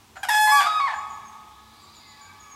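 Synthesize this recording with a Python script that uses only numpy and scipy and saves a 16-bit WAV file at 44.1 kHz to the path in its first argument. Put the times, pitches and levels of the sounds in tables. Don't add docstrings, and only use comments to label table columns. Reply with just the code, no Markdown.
import sys
import numpy as np
from scipy import signal
from scipy.fft import rfft, irfft, next_fast_len
from scipy.io import wavfile

SR = 44100
rng = np.random.default_rng(int(sys.argv[2]) if len(sys.argv) > 2 else 0)


def wav_out(sig):
    wavfile.write(sys.argv[1], SR, np.round(np.clip(np.atleast_2d(sig).T, -1, 1) * 32767).astype(np.int16))


N = 112454


def undb(db):
    return 10 ** (np.asarray(db) / 20)


def unit(x):
    return x / np.sqrt(np.mean(x ** 2))


def gain_at(hz, points):
    f, db = np.array(points, float).T
    return undb(np.interp(np.log(np.maximum(hz, 1)), np.log(f), db))


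def equalise(x, points):
    return irfft(rfft(x) * gain_at(np.arange(N // 2 + 1) * SR / N, points), N)


def noise(points):
    return unit(equalise(rng.standard_normal(N), points))


def band(hz, width):
    size = next_fast_len(N, real=True)
    f = np.arange(size // 2 + 1) * SR / size
    bell = np.exp(-((f - hz) / width) ** 2 / 2)
    return unit(irfft(rfft(rng.standard_normal(size)) * bell, size)[:N])


def cut(x, hz, kind, order):
    return signal.sosfilt(signal.butter(order, hz, kind, fs=SR, output="sos"), x)


def meadow(t):
    # (frequency [Hz], relative level [dB])
    air_colour = [(25, -39), (45, -7), (70, -4), (120, -4.5), (250, -9), (400, -8), (560, -16), (900, -5.5),
                  (1600, -15.5), (3000, -15), (4500, -18), (6000, -17.5), (10000, -24), (15500, -27)]
    # (centre [Hz], width [Hz], level [dB])
    drone_bands = [(66.2, 5.7, -67), (92, 15, -66), (221.6, 8.8, -67)]
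    # (peak time [s], half length [s], centre [Hz], half width [Hz], level [dB])
    churrs = [(1.558, 0.15, 3630, 352, -61.5), (2.033, 0.25, 3920, 386, -57),
              (2.04, 0.21, 4730, 218, -56.5)]
    air = undb(-55 + .5 * band(0, 3.7)) * noise(air_colour)
    drone = sum(undb(db) * band(hz, width / 2) for hz, width, db in drone_bands)
    churring = sum(undb(db + band(0, 49.5)) * np.exp(-((t - peak) / length) ** 2 / 2) * band(hz, width)
                   for peak, length, hz, width, db in churrs)
    return air + drone + churring


def bird_whistles(t):
    # (time [s], length [s], start pitch [Hz], middle pitch [Hz], end pitch [Hz], level [dB])
    whistles = [(0.147, 0.082, 7100, 7050, 6680, -57), (0.925, 0.091, 6700, 7040, 6970, -52.5),
                (1.076, 0.11, 6900, 6780, 6750, -57), (1.243, 0.063, 6620, 6500, 6380, -54),
                (1.803, 0.07, 8200, 7420, 7240, -63), (1.936, 0.077, 7500, 6920, 6950, -55),
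                (2.06, 0.085, 7100, 6950, 7300, -57), (2.207, 0.064, 7150, 6930, 6760, -53),
                (2.389, 0.069, 6830, 6680, 6600, -54), (2.495, 0.062, 6600, 6580, 6310, -50)]
    far_calls = [(1.999, .2, 2180, 2043, 1950, -58), (2.2, 0.17, 1595, 1585, 1550, -55.5)]
    waver = 1 + .007 * band(0, 161)
    flutter_db = 2.5 * band(0, 90)
    notes = np.zeros(N)
    for start, length, first_hz, middle_hz, last_hz, db in whistles + far_calls:
        progress = np.clip((t - start) / length, 0, 1)
        bend = np.polyfit([0, .5, 1], [first_hz, middle_hz, last_hz], 2)
        hz = np.polyval(bend, progress) * waver
        swell = undb(db) * np.sqrt(2) * np.sin(np.pi * progress)
        notes += swell * np.sin(2 * np.pi * np.cumsum(hz) / SR)
    return notes * undb(flutter_db)


def crane_voice(t, phrase, treble, windpipe, jitter, flutter_hz, rasp_db, rasp_top_hz, dulling):
    # (frequency [Hz], relative level [dB])
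    rasp_colour = [(350, -60), (520, -35), (720, -9.5), (950, -7.5), (1200, -13.5), (1600, -16),
                   (2100, -14), (3400, -22.5), (5500, -25), (9000, -28), (13000, -49), (16000, -54)]
    break_roughness = .6
    times, hz, db, rough = np.array(phrase, float).T
    hz = np.interp(t, times, hz)
    rough = np.interp(t, times, rough)
    broken = rough * np.minimum(rough / break_roughness, 1)
    envelope = undb(np.interp(t, times, db, left=-150, right=-150))
    treble_gain = undb(np.interp(t, *np.array(treble, float).T))
    phase = 2 * np.pi * np.cumsum(hz * (1 + jitter * rough * band(0, flutter_hz))) / SR
    tone, power = 0, 0
    for k in range(1, 19):
        gain = gain_at(k * hz, windpipe) * (k * hz < SR / 2) * (treble_gain if k > 2 else 1)
        sway = undb(2 * band(0, 12)) if k > 2 else 1
        half_harmonic = undb(-42) * k ** .86 * np.cos((k + .5) * phase)
        tone -= gain * (sway * np.cos(k * phase) + half_harmonic)
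        power += gain ** 2 / 2
    shimmer = 1 + .5 * broken * band(0, flutter_hz / 2)
    breath = cut(noise(rasp_colour), rasp_top_hz, "low", order=1)
    rasp = undb(rasp_db) * broken * breath * (1 + .5 * np.cos(phase))
    voice = envelope * (tone / np.sqrt(power) * shimmer + rasp)
    body = cut(voice, 3060, "low", order=1)
    brightness = (envelope / envelope.max()) ** dulling
    return cut(body + (voice - body) * brightness, 628, "high", order=8)


def near_crane(t):
    # (time [s], pitch [Hz], level [dB], roughness [0 = clean, about 1 = harsh])
    phrase = [(.156, 820, -52, 1.2), (.158, 760, -42, 1.2), (.176, 760, -39, 1.2), (.186, 760, -49, .9),
              (.2295, 790, -58, .6), (.2318, 815, -25, .25), (.238, 810, -24, .25), (.243, 760, -30, .7),
              (.252, 750, -27, .7), (.259, 735, -34, .3), (.2858, 735, -40, .3), (.2868, 935, -20, .25),
              (.294, 930, -17.5, .25), (.298, 850, -22, .6), (.312, 846, -19.5, .32),
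              (.36, 851, -18.5, .22), (.415, 854.5, -16.5, .03), (.47, 853.3, -17, .03),
              (.53, 849, -17, .08), (.565, 838, -20, .12), (.585, 834, -19.5, .14), (.602, 806, -23, .3),
              (.61, 785, -23, .95), (.622, 780, -23.5, 1), (.64, 720, -29, .8), (.675, 705, -30.5, .85),
              (.705, 690, -43, 1)]
    # (time [s], level [dB])
    treble = [(.18, -17), (.23, 1.5), (.29, 1), (.39, -.5), (.52, -2), (.58, 1.5), (.62, -.5)]
    resonances = [-2, 0, -15, -10, -23, -15.5, -21.5, -20, -18.5, -19, -26, -25, -18.5, -23, -26, -27, -34,
                  -42]
    windpipe_hz = 852
    windpipe = [(k * windpipe_hz, db) for k, db in enumerate(resonances, 1)]
    return crane_voice(t, phrase, treble, windpipe,
                       jitter=.06, flutter_hz=450, rasp_db=-4, rasp_top_hz=14000, dulling=.36)


def mate_crane(t):
    # (time [s], pitch [Hz], level [dB], roughness [0 = clean, about 1 = harsh])
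    phrase = [(.468, 1020, -48, .9), (.474, 1020, -25, .5), (.498, 1010, -28, .65), (.515, 1100, -34, .8),
              (.521, 1136, -21, .25), (.575, 1145, -20, .08), (.61, 1153, -25, .12), (.64, 1163, -23, .15),
              (.661, 1190, -24, .25), (.668, 1260, -21, .25), (.715, 1260, -24, .1),
              (.78, 1253, -18.5, .03), (.795, 1238, -21, .12), (.802, 1137, -22, .5),
              (.822, 1125, -22, .22), (.857, 1100, -22, .2), (.868, 1085, -26, .35), (.878, 1030, -24, .5),
              (.882, 895, -27, .65), (.915, 875, -30.5, .65), (.96, 840, -39, .9), (.985, 810, -54, .9)]
    # (time [s], level [dB])
    treble = [(.53, -7), (.57, 1), (.62, 8.5), (.66, -1), (.72, 0.5), (.82, -4.5), (.89, -7)]
    # (frequency [Hz], level [dB])
    windpipe = [(700, -7), (900, -3), (1200, 0), (1800, -3), (2250, -11.5), (2520, -22), (3000, -22),
                (3500, -16), (3780, -17), (4600, -21), (5100, -27), (5700, -38), (11400, -44), (15000, -62)]
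    return crane_voice(t, phrase, treble, windpipe,
                       jitter=.055, flutter_hz=400, rasp_db=-2, rasp_top_hz=2400, dulling=.3)


def scatter(x, envelope, colour):
    reflections = rng.standard_normal(N) * envelope / np.sqrt(np.sum(envelope ** 2))
    return signal.fftconvolve(x, equalise(reflections, colour))[:N]


def grass(t, x):
    t60_s, predelay_s = .44, .004
    decay = undb(-60 * t / t60_s) * (t > predelay_s)
    return scatter(x, decay, [(700, 6.5), (2000, 3.5), (5000, 9.0), (14000, -1.1)])


def forest(t, x):
    # (frequency [Hz], level [dB])
    tail_colour = [(500, 7.5), (1150, 4.5), (1700, -5.5), (2400, 2.5), (5000, -5), (8000, -2.5),
                   (16000, -30)]
    # (delay [s], spread [s], send level [dB])
    echoes = [(1.271, 0.12, -46), (1.69, 0.088, -43), (1.981, 0.28, -37.5)]
    # (frequency [Hz], level [dB])
    far_colour = [(600, 2.5), (1200, 12), (1700, -2), (2300, 15.5), (2700, 0.5), (3600, 4), (5500, 3),
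                  (12000, -49)]
    t60_s, rise_s = 1.92, .0077
    tail = scatter(x, undb(-60 * t / t60_s) * (1 - np.exp(-t / rise_s)), tail_colour)
    late = sum(undb(db) * scatter(x, np.exp(-((t - delay) / spread) ** 2), far_colour)
               for delay, spread, db in echoes)
    return undb(-13) * tail + late


def scene():
    t = np.arange(N) / SR
    near, mate = near_crane(t), mate_crane(t)
    birds = bird_whistles(t)
    send = near + undb(.5) * mate
    cranes = near + mate + undb(-12) * grass(t, send) + forest(t, send)
    mono = cranes + birds + .3 * grass(t, birds) + meadow(t)
    return np.array([mono, mono])


def record(dry):
    top_hz = 15800
    return signal.sosfilt(signal.ellip(10, .2, 80, top_hz, fs=SR, output="sos"), dry)


dry = scene()
out = record(dry)
wav_out(out)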